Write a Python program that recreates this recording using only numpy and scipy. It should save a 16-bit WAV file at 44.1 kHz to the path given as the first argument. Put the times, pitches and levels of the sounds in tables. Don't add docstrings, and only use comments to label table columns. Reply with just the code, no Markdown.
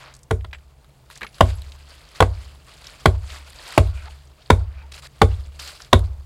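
import sys
import numpy as np
from scipy import signal
from scipy.fft import rfft, irfft
from scipy.io import wavfile
from scipy.ndimage import uniform_filter1d

SR = 44100
rng = np.random.default_rng(int(sys.argv[2]) if len(sys.argv) > 2 else 0)


def convert_level_to_amplitude(level_db):
    exponent = np.asarray(level_db, float) / 20
    return 10 ** exponent


def unload_audio(sound):
    columns = np.transpose(np.atleast_2d(sound))
    steps = np.round(np.clip(columns, -1, 1) * 32767)
    wavfile.write(sys.argv[1], SR, steps.astype(np.int16))


N = 275625

# trunk ring in dB, thud in dB, crack in dB.
BLOWS = [
    (0.309, -14, -1, -0.5, -11),
    (1.407, -2, -6.5, -2.5, -8.5),
    (2.204, 0, -10.5, -17.5, -14.5),
    (3.057, -1, -7.5, -6.5, -13),
    (3.777, -2, -4.5, -7, -7),
    (4.5023, 0.5, -7.5, -12.5, -12.5),
    (5.216, -2, -5, -3.5, -8),
    (5.9294, -1.5, -4.5, -4, -4),
]


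def level(x, db):
    return x * convert_level_to_amplitude(db) / np.sqrt(np.mean(x ** 2))


def colour(x, spectrum):
    hz, db = np.transpose(spectrum)
    f = np.maximum(np.arange(len(x) // 2 + 1) * SR / len(x), 1)
    return irfft(rfft(x) * convert_level_to_amplitude(np.interp(np.log(f), np.log(hz), db)), len(x))


def band(x, lo_hz, hi_hz, order=2):
    edges = [lo_hz, min(hi_hz, .45 * SR)]
    return signal.sosfilt(signal.butter(order, edges, "band", fs=SR, output="sos"), x)


def fade(t, t60):
    return np.exp(-np.log(1000) * t / np.maximum(t60, 1e-3))


def walk(rate):
    k = int(SR / rate)
    return uniform_filter1d(np.repeat(rng.standard_normal(N // k + 1), k), k)[:N]


def add(out, s, x):
    i = int(round(s * SR))
    out[i:i + len(x)] += x[:len(out) - i]


def outdoors():
    # frequency in Hz, density in dB per Hz.
    air_colour = [(100, -29.5), (170, -8), (371, -10), (423, -9), (996, -16), (1250, -22), (1760, -25),
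                  (1940, -22), (4740, -29), (16000, -32)]
    # frequency in Hz, density in dB per Hz.
    rumble_colour = [(12, -50), (20, -20), (27, -15), (42, 0), (59, 0), (70, -1), (81, -12), (102, -19),
                     (119, -4), (140, -3), (153, -8), (162, -22), (200, -20), (260, -50), (440, -120)]
    air = level(colour(rng.standard_normal(N), air_colour), -61) * convert_level_to_amplitude(1.4 * walk(4.7))
    rumble = level(colour(rng.standard_normal(N), rumble_colour), -52.5) * convert_level_to_amplitude(0.71 * walk(2.3))
    return air + rumble


def grains(rate):
    hits = rng.random(N) < rate / SR
    boost_db = 4.0 * np.minimum(rng.exponential(size=N), 3)
    return level(hits * rng.standard_normal(N) * convert_level_to_amplitude(boost_db), 0)


def swell(s, rise_s, hold_s, fall_s, db):
    t = np.arange(N) / SR
    rise_db = 10 * np.maximum(s - t, 0) / max(rise_s, 1e-3)
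    fall_db = 10 * np.maximum(t - s - hold_s, 0) / max(fall_s, 1e-3)
    return convert_level_to_amplitude(2 * (db - rise_db - fall_db))


def leaf_litter():
    # frequency in Hz, density in dB per Hz.
    rustle_colour = [(150, -38), (250, -6), (566, -0.5), (629, 1.5), (788, -3.5), (1330, -4.5),
                     (1880, -5.5), (2620, -4), (3840, -6), (4650, -5), (5630, -11.5), (7570, -12.5),
                     (10400, -18), (15200, -29.5), (16000, -33.5)]
    bits = sum(band(grains(250), hz / 1.12, hz * 1.12) for hz in 600 * 1.25 ** np.arange(15))
    crushed = level(bits, -2) + level(grains(900), -10) + rng.standard_normal(N)
    return colour(crushed, rustle_colour) * convert_level_to_amplitude(1.5 * walk(90))


def rustle():
    # peak in seconds, rise in seconds per 10 dB,
    # fall in seconds per 10 dB, level in dB.
    sleeve_rows = [(.02, 11, 0.08, -49.5), (.61, .15, 1.2, -65.5), (1.489, 0.08, .04, -41),
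                   (1.64, 0.41, 0.5, -52), (1.724, -0.06, 1.05, -56.5), (1.9, 0.05, 0.23, -47.5),
                   (2.166, 0.04, 0.05, -42), (2.414, 0.11, 0.13, -47.5), (2.48, 0.16, 0.13, -53),
                   (2.675, 0.01, 0.18, -48), (2.871, 0.18, 0.09, -49.5), (2.999, 0.26, 0.08, -46.5),
                   (3.285, -0.1, -0.6, -62.5), (3.345, 0.0858, 0.0658, -38.5), (3.51, .06, -0.06, -46.5),
                   (3.699, 0.15, 0.1428, -37), (3.941, -0.1, 0.24, -46.5), (4.1, -0.37, 0.03, -45),
                   (4.43, 0.1, 0.14, -53.5), (5.331, 0.2, 0.15, -49), (5.52, -0.06, 0.77, -54),
                   (6.039, -0.52, 0.03, -50), (6.199, -0.4, -0.3, -54)]
    # peak in seconds, rise in seconds per 10 dB,
    # fall in seconds per 10 dB, level in dB.
    drag_rows = [
        (0.082, 0.3, .05, -47.5),
        (4.085, 0.07, -0.1, -46),
        (4.79, 0.17, 0.2, -57),
    ]
    # start in seconds, hold in seconds,
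    # fall in seconds per 10 dB, level in dB.
    step_rows = [
        (1.11, 0.068, 0.02, -50),
        (1.341, 0.21, -0.04, -53),
        (4.922, .005, -0.16, -39),
        (4.937, 0.059, 0.01, -43.5),
        (5.023, .05, 0, -44.5),
        (5.594, 0.11, 0.02, -38.5),
        (5.727, 0.033, 0.03, -45.5),
        (5.799, 0.013, 0.08, -48.5),
    ]
    sleeves = sum(swell(s, rise, 0, fall, db) for s, rise, fall, db in sleeve_rows)
    drag = sum(swell(s, rise, 0, fall, db) for s, rise, fall, db in drag_rows)
    steps = sum(swell(s, 0.0037, hold, fall, db) for s, hold, fall, db in step_rows)
    settling = sum(swell(s, 0, 0, 0.11, db - 46) for s, db, *_ in BLOWS)
    stirring = convert_level_to_amplitude(2 * -71)
    # power, then low and top bands in dB relative to the middle.
    movers = [(sleeves, -8.5, -8.5), (steps, -10, -5.5), (settling, 8, -14),
              (drag, -4, -28), (stirring, 5.5, -2.5)]
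    low_gain = np.sqrt(sum(power * convert_level_to_amplitude(2 * low_db) for power, low_db, _ in movers))
    mid_gain = np.sqrt(sum(power for power, _, _ in movers))
    top_gain = np.sqrt(sum(power * convert_level_to_amplitude(2 * top_db) for power, _, top_db in movers))

    litter = leaf_litter()
    low = level(band(litter, 250, 1200, order=3), 0) * convert_level_to_amplitude(1.5 * walk(40))
    mid = level(band(litter, 1200, 5400, order=4), 0) * convert_level_to_amplitude(1.2 * walk(60))
    top = level(band(litter, 6600, 16000, order=4), 0) * convert_level_to_amplitude(1.2 * walk(60))
    crisp = np.sqrt(steps) * level(band(litter[::-1], 3900, 5400, order=3), -5.5)
    bark = np.sqrt(drag) * level(band(litter[::-1], 800, 2300), 3.5)
    return convert_level_to_amplitude(-2.5) * (crisp + low_gain * low + mid_gain * mid + top_gain * top + bark)


def snaps():
    # start in seconds, peak in dB, centre in Hz, edge in dB relative to the body.
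    twig_rows = [(0.0287, -38, 2070, -17), (.2044, -57, 1330, -20), (.408, -38, 2330, -25),
                 (0.4452, -24, 1230, -15), (.5107, -40, 2550, -14), (0.5302, -18.5, 1930, -35),
                 (.546, -25.5, 1750, -34), (.555, -34, 2050, -18), (.5846, -39, 2110, -17),
                 (.845, -39, 1260, -2), (1.1007, -29, 1230, -3), (1.1104, -35.5, 2210, 4),
                 (1.1294, -40, 2090, -11), (1.2095, -25, 1570, -7), (1.2166, -18, 1460, -17),
                 (1.2306, -16, 1930, -12), (1.2455, -21.5, 1210, -8), (1.2666, -24, 2380, -15.5),
                 (1.383, -34, 1190, 5), (1.6192, -37, 2830, 10), (2.4124, -46.5, 1720, -15),
                 (2.809, -38.5, 2970, -3.5), (3.3019, -26.5, 3270, -20), (3.7224, -22, 1330, -2.5),
                 (5.315, -35.5, 2420, -19.5), (5.7166, -31.5, 1530, -6.5), (5.803, -31, 1360, -10),
                 (5.9927, -28.5, 1250, 3), (6.0574, -48, 1213, -12)]
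    # start in seconds, peak in dB, centre in Hz.
    grit_rows = [(0.1393, -34.5, 5970), (0.1498, -32, 5800), (.165, -37.5, 6800), (0.19, -41, 6770),
                 (.232, -35.5, 6800), (1.156, -29.5, 5100), (1.175, -28.5, 6500), (1.29, -42, 3970),
                 (1.328, -46.5, 4750), (1.3442, -36, 4140), (1.3543, -45.5, 7670), (1.72, -30, 3620),
                 (2.089, -36.5, 4000), (2.161, -33.5, 4000), (2.8427, -31.5, 4100), (2.8692, -22.5, 3920),
                 (3.0116, -41.5, 4100), (4.2722, -41.5, 4500), (4.4182, -43.5, 3530), (4.921, -28.5, 4380),
                 (4.942, -26, 3530), (5.0694, -41.5, 7020), (5.1557, -46.5, 4660), (5.5972, -20.5, 4230),
                 (5.675, -23, 4530), (5.7814, -48.5, 4800), (5.8195, -27.5, 5050), (5.8472, -33.5, 4150)]
    twigs = [(*row, 0.025 * 2 ** ((row[1] + 40) / 30.5)) for row in twig_rows]
    grit = [(*row, -12.5, 0.025) for row in grit_rows]
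    out, t = np.zeros(N), np.arange(SR // 10) / SR
    width = 1.4
    for s, db, hz, edge_db, t60 in twigs + grit:
        noise = rng.standard_normal((3, len(t)))
        body = level(band(noise[0], hz / width, hz * width), 0)
        crisp = level(band(noise[1], 3500, 4200), edge_db)
        bright = level(band(noise[2], 6300, 12500), edge_db - 7)
        snap = body * fade(t, t60) + (crisp + bright) * fade(t, 0.52 * t60)
        add(out, s, convert_level_to_amplitude(db - 8.5) * snap)
    return out


def contact(first_s, chatter_s, chatter):
    t = np.arange(SR // 40) / SR
    push = np.exp(-((t - 2 * first_s) / first_s) ** 2) / (first_s * SR)
    rough = rng.standard_normal(len(t)) * t / chatter_s * np.exp(-t / chatter_s)
    return push + chatter * rough


def ring(modes, push, spread, grip_t60, free_db, scatter_db=2.5, count=4):
    hz, db, t60 = np.repeat(modes, count, axis=0).T[:, :, None]
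    chance = rng.standard_normal((2, len(hz), 1))
    t = np.arange(SR // 4) / SR
    tones = np.sin(2 * np.pi * hz * (1 + spread * chance[1]) * t)
    body = (convert_level_to_amplitude(db + scatter_db * chance[0]) * fade(t, t60) * tones).sum(0)
    gripped = body * (fade(t, grip_t60) + convert_level_to_amplitude(free_db))
    y = signal.fftconvolve(gripped, push)[:len(t)]
    return y / np.abs(y).max()


def sway(modes, rise_s):
    t = np.arange(int(1.2 * SR)) / SR
    hz, db, t60, lag_ms = np.transpose(modes)[:, :, None]
    tones = np.cos(2 * np.pi * hz * (t - lag_ms / 1000))
    return (convert_level_to_amplitude(db) * fade(t, t60) * tones).sum(0) * (1 - np.exp(-(t / rise_s) ** 2))


def trunk_ring():
    # frequency in Hz, level in dB, t60 in seconds, arrival lag in ms.
    trunks = [(58.5, -4.4, .5, .2), (70.4, -14, 1.1, 4.0), (84.4, -12, .45, .6), (91.8, 0, .37, .9),
              (48, -20, .3, 2.4)]
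    # frequency in Hz, level in dB, t60 in seconds, arrival lag in ms.
    cross_logs = [(124, -9.5, .09, -1.24), (134.2, -3.5, 0.12, -3), (148, -22.5, 0.012, 5.5),
                  (184.6, -10, 0.089, -2.4), (247, -8.5, 0.083, -1.58), (32.4, -22, 0.8, 3.3)]
    return sway(trunks, 0.013) + sway(cross_logs, 0.00022)


def log_thud():
    # frequency in Hz, level in dB, t60 in seconds.
    log_modes = [(197, -3, 0.035), (247, 0, 0.084), (381.2, -2.5, 0.33), (438.4, 2, 0.15), (486, 1.5, .13),
                 (572, -6.5, 0.13)]
    return ring(log_modes, contact(0.00037, 0.0054, 0.29), 0.013, 0.1, -12.5)


def pole_knock():
    # frequency in Hz, level in dB, t60 in seconds.
    pole_modes = [(667, -1.5, 0.16), (787, -11.5, 0.13), (800, -3.5, 0.13), (895, -8, 0.048),
                  (961, 5, 0.035), (1080, 4, 0.039), (1250, 0, 0.005), (1446, -4, 0.086),
                  (1853, -15, 0.017)]
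    return ring(pole_modes, contact(0.00023, 0.0022, 0.27), 0.019, 0.026, -17.5)


def burst(noise, rise_s, t60, tail_db, tail_t60):
    t = np.arange(len(noise)) / SR
    drop = fade(np.maximum(t - rise_s, 0), t60)
    trail = convert_level_to_amplitude(tail_db) * fade(t, tail_t60)
    return level(noise, 0) * np.minimum(t / rise_s, 1) ** 2 * (drop + trail)


def blows():
    # trunk ring in dB, thud in dB, crack in dB.
    bounces = [
        (0.318, -39.5, -43, -7, -28),
        (2.2149, -23, -24, 15, -20),
        (2.2237, -7.5, -16, -37, -13.5),
        (3.783, -16.5, -12, -0.5, -7.5),
        (5.935, -9, -29, -8.5, -46),
        (0.447, -47, -24, 4, 7),
        (0.532, -39.5, -24.5, -22, 5),
        (1.218, -42, -24.5, 4.5, 3),
        (1.232, -38, -17.5, -2, -10),
        (5.2257, -15.5, -23.5, 3.5, -15.5),
    ]
    # frequency in Hz, density in dB per Hz.
    crack_colour = [(1000, -24.5), (1500, -21), (2100, 3.5), (2500, -9), (3500, 3), (4400, -4.5),
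                    (5300, -24), (6500, -27)]
    # frequency in Hz, density in dB per Hz.
    splinter_colour = [(3500, -18.5), (5000, -7.5), (7300, 2.5), (10000, -2), (13000, -16.5), (16000, -24)]
    graze_s = 0.0025
    sharp, low = np.zeros(N), np.zeros(N)
    trunk = trunk_ring()
    for s, knock_db, trunk_db, thud_db, crack_db in [*BLOWS, *bounces]:
        noise = rng.standard_normal((3, SR // 8))
        add(low, s, convert_level_to_amplitude(knock_db + trunk_db + 2) * trunk)
        add(sharp, s, convert_level_to_amplitude(knock_db + thud_db + 2) * log_thud())
        add(sharp, s, convert_level_to_amplitude(knock_db + 8) * pole_knock())
        graze = burst(band(noise[2], 500, 6800), graze_s, 0.016, -40, 0.03)
        add(sharp, s - graze_s, convert_level_to_amplitude(knock_db - 25) * graze)
        crack = burst(colour(noise[0], crack_colour), 0.0024, 0.013, -23, 0.02)
        add(sharp, s, convert_level_to_amplitude(knock_db + crack_db + 2) * crack)
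        splinter = burst(colour(noise[1], splinter_colour), 0.0034, 0.0059, -21.5, 0.21)
        add(sharp, s, convert_level_to_amplitude(knock_db + max(trunk_db, -10.5) - 12) * splinter)
    return sharp, low


def wood(x):
    # band centre in Hz, level in dB, t60 in seconds.
    scatter = [(258.4, -58, 0.17), (463, -54, 0.19), (926, -55, 0.18), (1900, -37.5, 0.1),
               (4300, -30, 0.11), (8000, -30.5, 0.17), (13000, -25.5, 0.099)]
    t = np.arange(SR // 2) / SR
    tail = np.zeros(len(t))
    for hz, db, t60 in scatter:
        octave = level(band(rng.standard_normal(len(t)), hz / np.sqrt(2), hz * np.sqrt(2)), 0)
        tail += convert_level_to_amplitude(db) * fade(t, t60) * octave / np.sqrt(hz / 8000)
    return signal.fftconvolve(x, convert_level_to_amplitude(-16.5) * tail * np.minimum(t / 0.008, 1))[:N]


def tag():
    # start in seconds, then the level in dB of each of the four modes.
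    taps = [
        (0.4094, -72, -73, -69, -80),
        (0.5447, -54, -73, -67, -75),
        (1.2494, -65, -64.5, -54, -75),
        (1.2744, -65, -55, -64, -77),
        (1.3544, -55.5, -59.5, -56, -67.5),
        (1.5544, -60, -69, -45.5, -73),
        (1.565, -54, -73, -65, -74),
    ]
    # frequency in Hz, t60 in seconds.
    disc_modes = [(7690, 0.089), (10780, .16), (11060, 0.06), (12930, 0.1)]
    out, t = np.zeros(N), np.arange(SR // 5) / SR
    for s, *dbs in taps:
        for db, (hz, t60) in zip(dbs, disc_modes):
            add(out, s, convert_level_to_amplitude(db + 0.5) * fade(t, t60) * np.sin(2 * np.pi * hz * t))
    return out


def creaks():
    # middle in seconds, length in seconds, frequency in Hz, level in dB.
    rubs = [
        (2.693, 0.034, 1110, -52.5),
        (3.982, 0.18, 1440, -57),
        (3.983, 0.08, 2440, -50),
        (4.087, 0.018, 865, -43.5),
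        (4.79, .06, 1520, -59),
        (4.804, 0.054, 2420, -55.5),
        (4.843, 0.057, 890, -56),
    ]
    width = 1.06
    out, t = np.zeros(N), np.arange(N) / SR
    for s, length, hz, db in rubs:
        tone = level(band(rng.standard_normal(N), hz / width, hz * width), db)
        out += tone * np.exp(-(2 * (t - s) / length) ** 2)
    return out


def scene():
    sharp, low = blows()
    twigs = snaps()
    echoes = wood(sharp + 0.5 * twigs)
    return (outdoors() + rustle() + twigs + sharp + low + echoes + tag() + creaks())[None]


def roll_off(x):
    return signal.sosfilt(signal.butter(12, 16480, fs=SR, output="sos"), x)


def record(dry):
    low_pass = signal.ellip(8, 0.2, 60, 16000, fs=SR, output="sos")
    hot = signal.sosfilt(low_pass, np.clip(dry, -1, 1))
    return roll_off(np.clip(hot, -1, 1))


dry = scene()
out = record(dry)
unload_audio(out)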